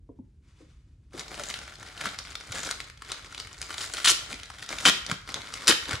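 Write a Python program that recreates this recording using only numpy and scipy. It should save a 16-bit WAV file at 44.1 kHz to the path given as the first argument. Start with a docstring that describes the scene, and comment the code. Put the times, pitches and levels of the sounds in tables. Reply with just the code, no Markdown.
"""A low room rumble runs throughout; two soft low bumps, then a palm slides faintly over film.
A plastic mailer is lifted off a table, turned in the hands and torn open in three short rips.
Fingers rub the film into a fine crackle of tiny clicks over hiss, and creases snap as short bursts.
Each rip is a quick run of slips, coloured by fixed resonances of the table; the bumps are sagging low tones.
All of it is close to a pair of microphone ports, with three room echoes taking turns behind."""
import sys
import numpy as np
from scipy import signal
from scipy.fft import rfft, irfft, next_fast_len
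from scipy.io import wavfile

SR = 44100
rng = np.random.default_rng(int(sys.argv[2]) if len(sys.argv) > 2 else 0)


def digitize_waveform(pressure):
    """Quantize a signal to 16-bit integers and store it at the path in sys.argv[1].

    Rows of a 2-D input are taken as channels; values are limited to [-1, 1].
    """
    field = np.atleast_2d(pressure).T
    bounded = np.clip(field, -1, 1)
    quanta = np.round(bounded * 32767).astype(np.int16)
    wavfile.write(sys.argv[1], SR, quanta)


N = 264600
TIME = np.arange(N) / SR  # s
TAPS = 4096  # length of filters and single clicks, samples
HZ = np.fft.rfftfreq(TAPS, 1 / SR)
AGE = np.arange(TAPS) / SR  # s since a click began

# Colours are relative spectra: columns f/Hz, level per Hz/dB.
# steady rumble of the room
ROOM_TONE_COLOUR = [(15, -61), (30, -31), (45, 5), (65, 3), (120, -3.5), (200, -17), (330, -21.5),
                    (550, -38), (1200, -57), (5000, -56), (10000, -56), (14000, -77)]
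ROOM_TONE_DB = -53.5
# skin on flat film
PALM_COLOUR = [(200, -6), (850, -5), (1300, -0.5), (2200, -1.5), (4000, -5.5), (7000, -8), (11000, -16),
               (14000, -29)]
# crackling and snapping film
FILM_COLOUR = [(150, -17.5), (330, -3.5), (650, -3.5), (1000, -4), (1380, 4.5), (1700, 0.5), (2050, 3.5),
               (2500, -2), (3100, 0), (5400, -1.5), (7500, -5), (11000, -7.5), (12500, -11), (16000, -33)]
# dull scuffing under the crackle
SCUFF_COLOUR = [(70, -13), (150, 1.5), (350, -0.5), (700, -1.5), (1300, -6.5), (2500, -34.5)]
# a slip of the tear
TEAR_COLOUR = [(60, -32), (130, -10), (310, -9), (700, -11.5), (1000, -9.5), (1400, -4.5), (2200, -7),
               (3100, -3.5), (5000, -5), (8000, -8.5), (11500, -11), (13000, -20), (16000, -58)]

# a palm sliding lightly over the film: t/s, level/dB
PALM_SLIDE = [(.05, -87), (.4, -84), (.48, -72.5), (.6, -66), (.75, -72.5), (.9, -81), (1.08, -81)]
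# soft bumps: first two touches on the recorder, then hands, table and pouch:
# t/s, level/dB, middle pitch f/Hz, swell time/s
SOFT_BUMPS = [(.090, -38, 287, 0.0053), (.188, -39.5, 258, 0.0058), (.601, -53, 325, 0.015),
              (1.139, -39, 360, 0.0067), (1.395, -41, 577, 0.01), (2.060, -40, 200, 0.0069),
              (2.493, -40.5, 91.5, 0.0079), (3.613, -48.5, 115, 0.0078), (3.807, -46, 360, 0.0038),
              (4.104, -37.5, 339, 0.009), (4.333, -40.5, 254, 0.0052), (5.119, -27.5, 169, .003),
              (5.686, -24, 330, 0.0085), (5.934, -27, 114, 0.0042)]
# the hands' steady hold on the film, from the moment they pick it up: t/s, crackle level before trim/dB
STEADY_HOLD = [(1.1, -83), (1.14, -50.5), (1.65, -45), (1.77, -53.5), (2.25, -46.5), (2.8, -51.5),
               (2.98, -61.5), (3.25, -49), (3.55, -51.5), (3.9, -49), (4.25, -46.5), (4.5, -51),
               (4.9, -46.5), (5.26, -61.5), (5.3, -47.5), (5.98, -46.5)]
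HOLD_SCUFF_DB, HOLD_TREBLE_DB = -10, -6.5  # scuffing against crackle, treble against the middle; before trims
# squeezes and pulls of the fingers, levels before trims:
# peak t/s, length/s, crackle level/dB, dull scuffing level/dB, treble against the middle/dB
FINGER_SQUEEZES = [(1.19, 0.077, -40.5, -46.5, -3), (1.373, 0.2, -42.5, -45, -3.5),
                   (1.486, 0.14, -43, -59, 4), (1.846, 0.16, -45, -50.5, -7.5), (2.039, 0.11, -34, -42, -7),
                   (2.562, 0.11, -33.5, -45.5, -4.5), (2.677, 0.13, -36.5, -45, -2.5),
                   (3.108, 0.097, -38.5, -51, -7.5), (3.394, 0.092, -48, -56, 0),
                   (3.626, 0.062, -41.5, -53.5, -2.5), (3.724, 0.068, -39, -56, -5),
                   (3.813, 0.098, -35, -58, -.5), (3.984, 0.17, -37.5, -63, -2.5),
                   (4.32, 0.044, -38, -47.5, 0), (4.627, 0.026, -39.5, -46.5, 1),
                   (4.721, 0.049, -34, -41.5, -9), (4.832, 0.15, -34.5, -47, -1),
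                   (5.107, 0.062, -34, -38, -9), (5.297, 0.043, -39, -46, -6),
                   (5.357, 0.086, -42, -44.5, -17), (5.59, 0.36, -42.5, -56, -5),
                   (5.907, 0.064, -28.5, -37.5, -8.5)]
SQUEEZE_RISE = .42  # share of a squeeze spent building up; the rest is the release
# distinct single creases snapping, loud and soft: t/s, level over the first 3 ms before trim/dB, pitch f/Hz
CLEAR_SNAPS = [(1.1947, -29, 4940), (1.3963, -30, 1390), (1.4363, -29.5, 6100), (1.5009, -28, 4430),
               (1.5405, -26.5, 3480), (2.0114, -27, 1690), (2.0564, -21.5, 1390), (2.1883, -27, 5200),
               (2.354, -27, 3140), (2.5207, -31, 6900), (2.6901, -28, 1370), (2.7113, -21.5, 5600),
               (2.8028, -28.5, 3240), (2.8993, -38, 1400), (3.021, -33.5, 1280), (3.1182, -24, 5230),
               (3.3469, -33, 3420), (3.379, -32, 4060), (3.4, -28.5, 4040), (3.6159, -27, 6340),
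               (3.7059, -31, 1730), (3.7811, -26.5, 4200), (3.9374, -25, 7040), (3.9691, -27.5, 3380),
               (3.9826, -28.5, 1310), (4.3283, -29, 2610), (4.3985, -38, 3680), (4.4329, -33.5, 3560),
               (4.5013, -35, 1160), (4.6266, -32.5, 2040), (4.6906, -29, 4000), (4.7862, -30, 3400),
               (5.0645, -28, 4800), (5.1145, -20, 1760), (5.3424, -22.5, 4440), (5.418, -36, 4050),
               (5.539, -28, 5300), (5.6721, -17, 4540), (5.7228, -17.5, 1920), (5.9313, -25.5, 1300)]
# runs of the tear, levels before trims; the first rip catches once and goes on:
# t/s, length/s, wait between slips/s, level at start/dB, level at end/dB,
# bass level/dB, treble level at start/dB, treble level at end/dB
TEAR_RUNS = [(4.045, .015, .005, -20, -15.5, -23, -6.5, 1.5),
             (4.0709, 0.046, .0045, -14, -18, -23.5, -7.5, 2.5),
             (4.8526, .043, .0054, -12.5, -14, -9, -7, -8),
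             (5.6793, .0317, .0053, -11, -15.5, -12.5, 0, -10.5)]
SLIP_SLOWING = .1  # the pull slackens, so the waits grow along a run
SLIP_SPREAD_DB, SLIP_COLOUR_DB = 1, 3  # slips differ in strength and in colour
OPENING_BASS_DB = 6  # the bass grows by this much as the slit opens
SLIP_JITTER_S = .0004  # scatter of the moment of a slip
# fixed resonances of table and nearby surfaces that colour each rip: f/Hz, width/Hz, lift/dB
TABLE_RINGS = [(327, 30, 7), (1190, 45, 4), (1374, 70, 4), (1894, 45, 6), (3075, 70, 8)]

# difference between the microphone ports, fading out for long waves: f/Hz, phase by which left leads/rad
PORT_PHASE_LEAD = [(300, 0), (700, -.5), (1500, -.3), (2600, -.9), (3700, .2), (5100, -.8), (6200, -.15),
                   (8300, -.75), (10200, -1.7), (12000, -2.9), (16000, -3.1)]
# the same for level: f/Hz, left against right/dB
PORT_LEVEL_BALANCE = [(100, -7), (500, 6), (1500, 1.1), (4500, 2.9), (9000, -0.1)]
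# time for the room's tail to die by 60 dB: f/Hz, time/s
ROOM_DECAY = [(150, 0.4), (530, 0.26), (1400, 0.53), (3700, 0.43), (9700, 0.39)]
# how strongly the room's tail is fed: f/Hz, level/dB
ROOM_FEED = [(100, -11.5), (500, -3.5), (1500, -7), (3500, -3), (7000, -6), (13000, -15)]
EDGE_HZ = 16400  # upper edge of the microphone band


def amp(db):
    """Decibels to gain."""
    return 10 ** (np.asarray(db) / 20)


def unit(x):
    """Scales to energy 1."""
    return x / np.sqrt(np.sum(x ** 2) + 1e-20)


def struck(x):
    """Scales to rms 1 over the first 3 ms."""
    return x / np.sqrt(np.mean(x[AGE < .003] ** 2))


def read(points, hz):
    """Reads a table on a log-frequency axis."""
    f, value = np.transpose(points)
    return np.interp(np.log(hz + 1), np.log(f + 1), value)


def add(mix, s, sound):
    """Lays a sound into the mix at s seconds."""
    part = mix[max(round(s * SR), 0):][:len(sound)]
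    part += sound[:len(part)]


def causal(db):
    """The sharpest (minimum-phase) impulse response that has this colour, with energy 1."""
    log_gain = np.log(amp(np.maximum(db, db.max() - 100)))
    circle = np.concatenate([log_gain, log_gain[-2:0:-1]])
    return unit(np.fft.ifft(np.exp(np.conj(signal.hilbert(circle)))).real)


def coloured(x, db):
    """Passes x through a colour."""
    return signal.oaconvolve(x, causal(db))[:len(x)]


def wander(per_s):
    """Smooth chance of spread 1 that changes per_s times a second."""
    knots = rng.standard_normal(N // 64)
    # joining the knots by lines costs a third of the power
    return np.interp(TIME * per_s, np.arange(len(knots)), knots) * np.sqrt(3 / 2)


def room_tone():
    """A steady low rumble in the room, nearly the same at both ports."""
    common, left, right = (
        coloured(rng.standard_normal(N + TAPS), read(ROOM_TONE_COLOUR, HZ))[TAPS:] for _ in range(3))
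    return amp(ROOM_TONE_DB) * (common + .05 * np.array([left, right]))


def bumps(sag=0.21, scuff=0.64, knock_db=-20, knock_ratio=3.3):
    """Each soft push gives a few low cycles that sag in pitch, a brief upper knock and a dull scuff."""
    out = np.zeros(N)
    for s, db, hz, swell in SOFT_BUMPS:
        u = AGE / swell
        pitch = hz * (1 + sag * (np.exp(-u / 2) - .5))
        turn = 2 * np.pi * np.cumsum(pitch) / SR
        knock = amp(knock_db) * np.exp(1 - u) * np.sin(knock_ratio * turn)
        tone = np.sin(turn) + knock
        too_high = 10 * np.log10(1 + (HZ / (hz * 1.69)) ** 12)
        too_low = 10 * np.log10(1 + (0.5 * hz / (HZ + 1)) ** 4)
        puff = coloured(rng.standard_normal(TAPS), -too_high - too_low)
        add(out, s, amp(db) * u * np.exp(1 - u) * (tone + scuff * puff))
    return out


def palm(catch_db=2):
    """Skin sliding on the flat film gives a faint hiss that catches a little."""
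    push = np.interp(TIME, *np.transpose(PALM_SLIDE)) + catch_db * wander(59.8)
    return coloured(rng.standard_normal(N), read(PALM_COLOUR, HZ)) * amp(push)


def burst(decay, crack, lag=0.000498):
    """One buckle and the flurry of tiny ones it sets off; high notes cross the film first (lag in s at 1 kHz)."""
    u = AGE / decay
    flurry = unit(rng.standard_normal(TAPS) * np.sqrt(u) * np.exp(-u))
    flurry[0] += crack * rng.choice([-1, 1])
    return irfft(rfft(flurry) * np.exp(-4j * np.pi * lag * np.sqrt(1000 * HZ)))


def crease_colour(hz, lift_db, octaves=0.35):
    """The film's colour, lifted around the pitch of one crease."""
    return read(FILM_COLOUR, HZ) + lift_db * np.exp(-(np.log2((HZ + 1) / hz) / octaves) ** 2)


def hands():
    """The steady hold plus each squeeze, which builds and lets go: crackle, scuffing and treble in dB over time."""
    power = amp(np.interp(TIME, *np.transpose(STEADY_HOLD))) ** 2
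    scuffing = power * amp(HOLD_SCUFF_DB) ** 2
    bright = power * HOLD_TREBLE_DB
    for s, length, db, scuff_db, treble_db in FINGER_SQUEEZES:
        side = length * np.where(TIME < s, SQUEEZE_RISE, 1 - SQUEEZE_RISE)
        shape = np.exp(-2 * np.abs((TIME - s) / side) ** 1.25)
        power = power + shape * amp(db) ** 2
        scuffing = scuffing + shape * amp(scuff_db) ** 2
        bright = bright + shape * amp(db) ** 2 * treble_db
    # the treble is an average weighted by crackle power
    return 10 * np.log10(power), 10 * np.log10(scuffing), bright / power


def crackle(per_s, spread_db, hiss, patchy_db):
    """Countless small creases of many pitches, each family coming and going, over a hiss of rubbing; rms 1."""
    out = np.zeros(N)
    for hz in np.geomspace(1100, 9000, num=12):
        size_db = spread_db * np.minimum(rng.exponential(1, N), 3) + patchy_db * wander(25)
        happens = rng.random(N) < per_s / SR / 12
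        clicks = amp(size_db) * rng.choice([-1, 1], N) * happens
        crease = coloured(burst(decay=0.00028, crack=0.71), crease_colour(hz, lift_db=10.0))
        out += signal.oaconvolve(clicks, unit(crease))[:N]
    rubbing = coloured(rng.standard_normal(N), read(FILM_COLOUR, HZ))
    return np.sqrt(N) * unit(unit(out) + hiss * unit(rubbing))


def flaps(per_s=110, level_db=15.5, spread_db=2.0, lift_db=14):
    """Broad, slack folds of the pouch turn over with small hollow knocks."""
    out = np.zeros(N)
    for hz in np.geomspace(1050, 1750, num=8):
        size = amp(level_db + spread_db * np.minimum(rng.exponential(1, N), 2.5))
        clicks = size * (rng.random(N) < per_s / SR / 8)
        knock = coloured(burst(decay=0.00063, crack=0.69), crease_colour(hz, lift_db, octaves=0.28))
        out += signal.oaconvolve(clicks, unit(knock))[:N]
    return out


def rustle(crackle_trim_db=-1.24, scuff_trim_db=-2, treble_trim_db=4.5, clump_db=2):
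    """Fingers crumple and rub the film in little clumps; the padded contents answer with a duller scuffing."""
    effort, dull, treble = hands()
    grip = amp(clump_db * wander(90)) * (TIME > STEADY_HOLD[0][0])
    fine = crackle(per_s=1100, spread_db=5.2, hiss=.45, patchy_db=3) + flaps()
    # taut film crackles brightly, slack film dully; the divisor offsets the tilt's change of loudness
    middle = signal.sosfiltfilt(signal.butter(2, 4500, fs=SR, output="sos"), fine)
    tilt = amp(treble + treble_trim_db)
    fine = (middle + tilt * (fine - middle)) / np.sqrt(0.87 + 0.36 * tilt ** 2)
    scuffs = rng.standard_normal(N) * (rng.random(N) < 700 / SR)  # about 700 a second
    low = np.sqrt(N) * unit(coloured(scuffs, read(SCUFF_COLOUR, HZ)))
    return grip * (fine * amp(effort + crackle_trim_db) + low * amp(dull + scuff_trim_db))


def small_snaps(count=50, typical_db=-37, follow=0.77, spread_db=3.0,
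                slack_hz=1450, taut_hz=4100, slack_share=.3):
    """Further creases flip at chance moments, louder as the hands work harder: t/s, level before trim/dB, f/Hz."""
    when, loud, kind, detune = rng.random((count, 4)).T
    s = np.interp(np.arange(count) + when, [0, count], [STEADY_HOLD[1][0], TIME[-1]])
    effort = np.interp(s, TIME, hands()[0])
    db = typical_db + follow * (effort - effort.mean()) + spread_db * (2 * loud - 1)
    hz = np.where(kind < slack_share, slack_hz, taut_hz) * 2 ** (detune - .5)
    return list(zip(s, db, hz))


def snaps(trim_db=-2.0, decay=0.0014):
    """Single creases flip over with a click about a millisecond long; the smaller the crease, the quicker."""
    out = np.zeros(N)
    for s, db, hz in list(CLEAR_SNAPS) + small_snaps():
        flip = burst(decay=decay * (2500 / hz) ** 0.28, crack=0.63, lag=.0002)
        snap = coloured(flip, crease_colour(hz, lift_db=9.0, octaves=0.74))
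        add(out, s, amp(db + trim_db) * struck(snap))
    return out


def slips():
    """Each run of the tear is a nearly regular, slowing train of slips: t/s, then level, bass and treble/dB."""
    rows = []
    for start, length, wait, first_db, last_db, bass_db, first_treble, last_treble in TEAR_RUNS:
        along = np.linspace(0, 1, round(length / wait) + 1)
        late, strong, deep, bright = rng.standard_normal((len(along), 4)).T
        s = start + length * along * (1 + SLIP_SLOWING * (along - 1))
        s = s + SLIP_JITTER_S * late * (along > 0)
        db = first_db + (last_db - first_db) * along + SLIP_SPREAD_DB * strong
        bass = bass_db + OPENING_BASS_DB * (along - .5) + SLIP_COLOUR_DB * deep
        treble = first_treble + (last_treble - first_treble) * along + SLIP_COLOUR_DB * bright
        rows += zip(s, db, bass, treble)
    return rows


def rips(trim_db=-1.05, bass_trim_db=10, treble_trim_db=3, shred=0.57, crack=0.44):
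    """The tear sticks and slips every few milliseconds; each slip cracks and shreds on, coloured by the table."""
    out = np.zeros(N)
    ring = sum(db / (1 + (2 * (HZ - hz) / width) ** 2) for hz, width, db in TABLE_RINGS)
    lows = 1 / (1 + (HZ / 800) ** 4)
    highs = 1 - 1 / (1 + (HZ / 4500) ** 6)
    for s, db, bass, treble in slips():
        colour = read(TEAR_COLOUR, HZ) + ring
        colour = colour + (bass + bass_trim_db) * lows + (treble + treble_trim_db) * highs
        # the brighter the slip, the cleaner the break
        clean = amp(treble + 2)
        slip = burst(decay=0.00094 / np.sqrt(clean), crack=crack * clean, lag=0.00022)
        slip = slip + shred * burst(decay=0.0034, crack=0)
        add(out, s, amp(db + trim_db) * struck(coloured(slip, colour)))
    return out


def ports(x):
    """The two close ports differ a little in phase and level, except for long waves."""
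    size = next_fast_len(N + TAPS)
    hz = np.fft.rfftfreq(size, 1 / SR)
    short = hz ** 2 / (hz ** 2 + 300 ** 2)
    # each port takes half of the difference
    half = np.exp(.5j * short * read(PORT_PHASE_LEAD, hz)) * amp(short * read(PORT_LEVEL_BALANCE, hz) / 2)
    return irfft(rfft(x, size) * np.array([half, 1 / half]), size)[:, :N]


def room(x, near_db=-10, near_decay=0.0041):
    """Quick reflections from table and body, then a tail that dies band by band; each port gets its own."""
    age = np.arange(SR) / SR
    hz, t, z = signal.stft(rng.standard_normal((2, SR)) * (age > .005), SR, nperseg=256)
    t60 = read(ROOM_DECAY, hz)[:, None]
    fade = np.exp(-np.log(1000) * t / t60)
    even_energy = np.sqrt(2 * np.log(1000) / t60 / SR)  # long and short tails carry alike
    z *= amp(read(ROOM_FEED, hz))[:, None] * fade * even_energy
    tail = signal.istft(z, SR, nperseg=256)[1][:, :SR]
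    near_shape = (age > .0008) * np.exp(-age / near_decay)
    near = np.array([unit(rng.standard_normal(SR) * near_shape) for _ in range(2)])
    mid, side = tail + amp(near_db) * near
    # long waves reach both ports alike
    side = signal.lfilter(*signal.butter(1, 400, "high", fs=SR), side)
    echo = np.array([mid + side, mid - side]) / np.sqrt(2)
    return signal.fftconvolve(x[None], echo, axes=1)[:, :N]


def turning_echo(x):
    """Three room echoes fade into each other in turn, one round every 2.4 s."""
    turn = 2 * np.pi * TIME / 2.4
    weights = np.maximum(np.cos(turn - 2 * np.pi * np.arange(3)[:, None] / 3), 0)
    return sum(room(x * w) for w in weights / np.linalg.norm(weights, axis=0))


def scene():
    """The mailer close to the ports, its echo, and the room's rumble."""
    mailer = bumps() + palm() + rustle() + snaps() + rips()
    return ports(mailer) + turning_echo(mailer) + room_tone()


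def record(dry):
    """The highest peaks are rounded off; then the microphone band is limited."""
    rounded = dry / (1 + dry ** 6) ** (1 / 6)
    band = signal.firwin(511, EDGE_HZ, window=("kaiser", 9), fs=SR)
    return signal.oaconvolve(rounded, band[None], "same")


dry = scene()
out = record(dry)
digitize_waveform(out)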